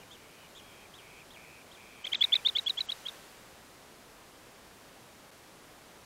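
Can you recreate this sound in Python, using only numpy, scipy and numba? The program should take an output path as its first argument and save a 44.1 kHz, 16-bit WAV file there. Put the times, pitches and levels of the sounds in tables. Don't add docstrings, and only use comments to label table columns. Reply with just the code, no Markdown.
import sys
import numpy as np
from scipy import signal
from scipy.fft import rfft, irfft
from scipy.io import wavfile
from scipy.ndimage import uniform_filter1d
from numba import njit

SR = 44100
rng = np.random.default_rng(int(sys.argv[2]) if len(sys.argv) > 2 else 0)


def dump(signal):
    limited = np.clip(np.atleast_2d(signal).T, -1, 1)
    pcm = np.round(limited * 32767).astype(np.int16)
    wavfile.write(sys.argv[1], SR, pcm)


def gain_from_decibels(decibels):
    exponent = np.asarray(decibels, float) / 20
    return 10 ** exponent


N = 266805
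T = np.arange(N) / SR

# t/s, length/ms, top f/Hz, level/dB, warble/0-1
ARCHES = [
    (-.035, 83, 3400, -55, 0.78),
    (0.108, 62, 3940, -50.5, 0.76),
    (0.549, 65, 4010, -53.5, 1),
    (.938, 75, 4250, -48, 0.15),
    (1.303, 65, 4320, -49.5, 0),
    (1.714, 61, 4380, -49.5, .15),
    (2.159, 55, 4150, -45.5, 0.4),
]
# first pulse t/s, slowing/us per pulse squared, end t/s
TRILLS = [
    (.1684, 10, .461),
    (.6065, 5.1, .846),
    (.9887, 8, 1.21),
    (1.3641, 24.6, 1.607),
    (1.7743, 13.5, 2.082),
    (2.2278, 32, 2.386),
]
# low start level/dB, low end level/dB, high f/Hz, high start level/dB,
# high end level/dB
TRILL_VOICES = [(-55.5, -57, 3000, -71, -53.5), (-58, -51.5, 3220, -56, -60), (-53, -48.5, 3220, -64, -58),
                (-47.5, -51, 2500, -68, -56), (-50.5, -48.5, 3220, -63, -60), (-46, -45, 3500, -64, -51)]
# f/Hz, level/dB per Hz
HISS_COLOUR = [(12, -37), (20, -7), (101, -4.5), (141, -3.5), (275, -3.5), (344, -3), (406, -3),
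               (672, -4.5), (887, -6), (965, -6), (3110, -13), (11200, -20.5), (15700, -26.5)]
# f/Hz, level/dB per Hz
OPEN_GATE_COLOUR = [(100, -41), (500, 5.5), (1500, 6), (4000, 1.5), (8000, -2.5), (12000, -6), (15700, -11)]
DULL_FRAMES = [0, 3, 4, 5, 9, 13, 16, 19, 23, 26]
# t/s, length/ms, middle f/Hz, end f/Hz, level/dB
RISES = [
    (2.0419, 13.3, 3150, 3400, -29.5),
    (2.1185, 15.7, 3130, 3320, -24.5),
    (2.2081, 17.8, 3400, 3380, -16.2),
    (2.3205, 21.4, 3440, 3470, -16.3),
    (2.4491, 23.5, 3500, 3660, -17.8),
    (2.5505, 20.1, 3340, 3563, -21.3),
    (2.6613, 20.7, 3400, 3200, -23),
    (2.7711, 20.1, 3320, 3380, -28),
    (2.8865, 17.8, 3270, 3350, -27.3),
    (3.0529, 17.4, 3220, 3350, -30.5),
]
# t/s, length/ms, start f/Hz, end f/Hz, level/dB
FALLS = [
    (2.0697, 9.6, 3600, 3140, -27.5),
    (2.1479, 8.7, 4080, 3380, -22.5),
    (2.2395, 11.4, 4010, 3610, -18),
    (2.355, 12.2, 4040, 3540, -16.5),
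    (2.4859, 13.6, 4050, 3560, -21.5),
    (2.5851, 12.5, 4030, 3730, -22.5),
    (2.6964, 12.3, 4130, 3730, -23.4),
    (2.8063, 10.7, 4140, 3860, -23),
    (2.92, 8.4, 4050, 3730, -25),
    (3.0847, 10.9, 3940, 3530, -27),
]
# share of the rise spent swelling/1, late growth of the rise/dB,
# fading of the fall/dB, hump of the fall/dB
BREATHS = [(0.55, -5, -7, -2), (1.1, 6.5, -3, -1), (0.53, -1, -4, 2), (0.49, -1.5, -5.5, -1.7),
           (0.64, -0.2, -5, -2), (0.55, -2, -7.5, 1.5), (.44, -.6, -2, 1.5), (0.5, .5, -7.5, 3),
           (.62, -1, -8.5, .5), (.8, 0, -9.5, -3.5)]
# shutting level/dB, reopening level/dB, last level/dB
CLUCK_LEVELS = [(-34.5, -34, -51), (-27.5, -26, -38), (-27, -28.5, -39), (-28.5, -27.5, -39),
                (-36, -36, -44), (-34.5, -36, -42.5), (-45, -36.5, -43), (-44, -37, -47), (-49, -38.5, -51),
                (-48, -45, -57)]
# lead/ms, length/ms, start f/Hz, end f/Hz, attack/0-1, release/0-1
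SHUTTING = [(0.83, 7.5, 2010, 2400, 0.15, 1), (.5, 11.3, 2110, 2300, 0.17, 0.87)]
REOPENING = [(3.0, 3.9, 2120, 2990, 0.11, 0.61), (4.6, 6.4, 2180, 3620, 0.3, 0.32)]
LAST_CLUCK = (.75, 3.6, 2750, 660, 0.086, 0.59)

ARCH_FROM_HZ, ARCH_TO_HZ, WARBLE_HZ = (2920, 3060), (2500, 2770), (80, 230)
ARCH_FADE_DB, ARCH_OCTAVE_DB = (-11, 2.5), (-21, -11)
WARBLE_MS, WARBLE_TOP_MS = 9.3, 10
TRILL_MS = 8.15
LOW_HZ, LOW_SAG_HZ, LOW_LIFT_HZ = 2360, -40, 120
LOW_DIP_DB, HIGH_DIP_DB = -1, -0.5
CLOSE_AFTER_MS, CLOSE_MS, CLOSE_FROM_HZ, CLOSE_TO_HZ, CLOSE_DB = 4.1, 12.5, 2550, 2240, -0.3
EARLIER_CLOSE_S, EARLIER_CLOSE_DB = 0.0273, -52.5
BOUNCE_MS, BOUNCE_DB, ECHO_DB, ECHO_T60_S = 3.1, -25, -26, 0.02
CAMERA_HZ, IMAGE_DB, TOP_HZ = 16000, -30.5, 15750
HISS_DB, OPEN_DB, GATE_DB, GATE_T60_S = -54.5, -53, -35.5, 2.4
DULL_ABOVE_HZ, DULL_DB, FRAME_S, FIRST_FRAME_S = 8600, -26, .032, 2.0313
DIP_S, DIP_MS = 5.3102, 5.5
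RISE_FROM_HZ, FLICK_HZ, FLICK_DB, SWELL_DB, SWELL_STEEP = 2920, 265, 2.5, -14.5, 1.2
TAKE_OFF_S, TURN_S, TURN_TAKES_S = 2.04, 2.36, .11
RISE_OCTAVE_DB, OCTAVE_DB_PER_S = -50, -9.5
FALL_OCTAVE_DB, FALL_SAG_HZ, FALL_MIRROR_DB = -37.5, -13, 0.5
SNAP_HZ, SNAP_MS = 910, .5
SHUT_OCTAVE_DB, REOPEN_OCTAVE_DB, LAST_OCTAVE_DB = -19, -14.5, -19


def note(start, ms, pitch, gain, octave_db):
    u = (T - start) / (ms / 1000)
    span = (u > 0) & (u < 1)
    phase = 2 * np.pi * (np.cumsum(pitch(u[span])) / SR + rng.random())
    out = np.zeros(N)
    out[span] = gain(u[span]) * (np.sin(phase) + gain_from_decibels(octave_db) * np.sin(2 * phase))
    return out


def edge(u, share):
    return np.sin(np.pi / 2 * np.clip(u / share, 0, 1)) ** 2


def mix(pair, share):
    return (1 - share) * np.asarray(pair[0]) + share * np.asarray(pair[1])


def arch(s, ms, top, db, warbled):
    pairs = (ARCH_FROM_HZ, ARCH_TO_HZ, WARBLE_HZ, ARCH_FADE_DB, ARCH_OCTAVE_DB)
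    start, end, warble, fade_db, octave_db = (mix(pair, warbled) for pair in pairs)
    flutter_db = 2.5 * rng.standard_normal(16)

    def wave(u):
        return np.cos(2 * np.pi * (u * ms - WARBLE_TOP_MS) / WARBLE_MS) * edge(u, 0.17)

    def pitch(u):
        hump = 1 - np.abs(1 - 2 * u ** .72) ** 1.05
        return start + (end - start) * u + (top - 0.7 * start - .4 * end) * hump + warble * wave(u)

    def gain(u):
        level = db + fade_db * np.sin(np.pi * u ** .75) ** 2 - 2.4 * u - 1.5 * wave(u)
        level = level + np.interp(u, np.linspace(0, 1, 16), flutter_db)
        return gain_from_decibels(level) * edge(u, 0.029) * edge(1 - u, 0.27)

    return note(s, ms, pitch, gain, octave_db)


def trill(first, slowing, end, from_db, to_db, high_hz, *high_db):
    out = np.zeros(N)
    k = np.arange(40)
    times = first + k * TRILL_MS / 1000 + k * k * slowing / 1e6
    for t, (low, high, off) in zip(times[times < end], rng.standard_normal((40, 3))):
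        done = (t - first) / (end - first)
        sag = np.sin(np.pi * done ** 0.23)
        low_hz = LOW_HZ + LOW_SAG_HZ * sag + LOW_LIFT_HZ * done ** 2 + 60 * off + 30
        low_level = mix((from_db, to_db), done) + LOW_DIP_DB * sag + 1.6 * low
        high_level = mix(high_db, done) + HIGH_DIP_DB * sag + 0.79 * high
        out += note(t - .0027, 6.6, lambda u: low_hz + 550 * (.5 - u),
                    lambda u: gain_from_decibels(low_level) * np.sin(np.pi * u) ** 2, -32)
        out += note(t + 0.00097, 9.0, lambda u: high_hz + 90 * off + 350 * (u - .5),
                    lambda u: gain_from_decibels(high_level) * np.sin(np.pi * u) ** 2, -30)
    return out


def closing_slide(s, db):
    return note(s, CLOSE_MS, lambda u: CLOSE_FROM_HZ + (CLOSE_TO_HZ - CLOSE_FROM_HZ) * u ** 0.9,
                lambda u: gain_from_decibels(db) * edge(u, 0.3) * edge(1 - u, .3), -30)


def far_bird():
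    out = closing_slide(EARLIER_CLOSE_S, EARLIER_CLOSE_DB)
    for row in ARCHES:
        out += arch(*row)
    for (first, slowing, end), voices in zip(TRILLS, TRILL_VOICES):
        out += trill(first, slowing, end, *voices)
        low_end_db = voices[1]
        out += closing_slide(end + CLOSE_AFTER_MS / 1000, low_end_db + CLOSE_DB)
    return out


def sand_bank(x):
    t = T[:SR // 8]
    tail = rng.standard_normal(len(t)) * gain_from_decibels(-60 * t / ECHO_T60_S) * (t > .0025)
    tail = tail / np.linalg.norm(tail)
    bounce = gain_from_decibels(BOUNCE_DB) * np.interp(T - BOUNCE_MS / 1000, T, x)
    return x + bounce + gain_from_decibels(ECHO_DB) * signal.fftconvolve(x, tail)[:N]


def camera_image(notes):
    return gain_from_decibels(IMAGE_DB) * notes * np.cos(2 * np.pi * CAMERA_HZ * T)


def noise(spectrum, db):
    hz, level = np.transpose(spectrum)
    f = np.maximum(np.arange(N // 2 + 1) * SR / N, 1)
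    x = irfft(rfft(rng.standard_normal(N)) * gain_from_decibels(np.interp(np.log(f), np.log(hz), level)), N)
    return x * gain_from_decibels(db) / x.std()


@njit
def gate(loud, keep):
    opening, held = np.empty(len(loud)), 0.
    for i in range(len(loud)):
        held = max(loud[i], held * keep)
        opening[i] = held
    return opening


def hiss(birds):
    loud = np.clip(uniform_filter1d(np.abs(birds), size=220) / gain_from_decibels(GATE_DB), 0, 1)
    keep = float(gain_from_decibels(-60 / (GATE_T60_S * SR)))
    opened = uniform_filter1d(gate(loud, keep), size=600)
    x = noise(HISS_COLOUR, HISS_DB) + opened * noise(OPEN_GATE_COLOUR, OPEN_DB)
    high_pass = signal.cheby1(8, .1, DULL_ABOVE_HZ, "high", fs=SR, output="sos")
    treble = signal.sosfiltfilt(high_pass, x)
    frame = np.floor((T - FIRST_FRAME_S) / FRAME_S)
    dull = uniform_filter1d(1. * np.isin(frame, DULL_FRAMES), size=130) ** 3
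    return x - (1 - gain_from_decibels(DULL_DB)) * dull * treble


def rising_whistle(s, ms, mid, end, db, swell, grow_db):
    bend = 2 * mid - (RISE_FROM_HZ + end) / 2

    def pitch(u):
        curve = (1 - u) ** 2 * RISE_FROM_HZ + 2 * u * (1 - u) * bend + u * u * end
        return curve + FLICK_HZ * u ** 14

    def gain(u):
        level = db + SWELL_DB * np.clip(1 - u / swell, 0, 1) ** SWELL_STEEP
        level = level + grow_db * np.clip(2 * u - 1, 0, 1) + FLICK_DB * u ** 6
        return gain_from_decibels(level) * edge(u, 0.03) * edge(1 - u, 0.054)

    octave_db = RISE_OCTAVE_DB + OCTAVE_DB_PER_S * (s - TAKE_OFF_S) - db
    return note(s, ms + 0.53, pitch, gain, octave_db)


def cluck(at, shape, db, octave_db, snap_hz=0):
    lead, ms, start, end, attack, release = shape
    return note(at - lead / 1000, ms,
                lambda u: start + (end - start) * u ** 0.95 + snap_hz * np.exp(-u * ms / SNAP_MS),
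                lambda u: gain_from_decibels(db) * edge(u, attack) * edge(1 - u, release), octave_db)


def falling_whistle(s, ms, top, low, db, fade_db, hump_db):
    return note(s - .0004, ms + 2.0,
                lambda u: top + (low - top) * 1.26 * u + FALL_SAG_HZ * np.sin(np.pi * u),
                lambda u: gain_from_decibels(db + fade_db * u + hump_db * np.sin(np.pi * u)) * edge(u, 0.11) * edge(1 - u, 0.2),
                FALL_OCTAVE_DB)


def bee_eater():
    out, mirrored = np.zeros(N), np.zeros(N)
    for rise_row, fall_row, breath, levels in zip(RISES, FALLS, BREATHS, CLUCK_LEVELS):
        swell, grow_db, fade_db, hump_db = breath
        shut_db, open_db, last_db = levels
        rise_s, rise_ms, rise_db = rise_row[0], rise_row[1], rise_row[4]
        fall_s, fall_ms = fall_row[:2]
        rise = rising_whistle(*rise_row, swell, grow_db)
        fall = falling_whistle(*fall_row, fade_db, hump_db)
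        away = np.clip((rise_s - TURN_S) / TURN_TAKES_S, 0, 1)
        shut_octave_db = rise_db + SHUT_OCTAVE_DB - shut_db
        out += rise + fall
        out += cluck(rise_s + rise_ms / 1000, mix(SHUTTING, away), shut_db, shut_octave_db, SNAP_HZ)
        out += cluck(fall_s, mix(REOPENING, away), open_db, REOPEN_OCTAVE_DB)
        out += cluck(fall_s + fall_ms / 1000, LAST_CLUCK, last_db, LAST_OCTAVE_DB)
        mirrored += rise + gain_from_decibels(FALL_MIRROR_DB) * fall
    return out, mirrored


def scene():
    far = far_bird()
    near, mirrored = bee_eater()
    birds = sand_bank(near + far)
    return (birds + camera_image(mirrored + far) + hiss(birds))[None]


def band_limit(x):
    return signal.sosfilt(signal.butter(12, 15840, fs=SR, output="sos"), x)


def record(dry):
    dip = np.clip(np.abs(T - DIP_S) / (DIP_MS / 1000), 0, 1)
    low_pass = signal.ellip(10, .2, 60, TOP_HZ, fs=SR, output="sos")
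    finished = signal.sosfilt(low_pass, dry * dip)
    return band_limit(finished)


dry = scene()
out = record(dry)
dump(out)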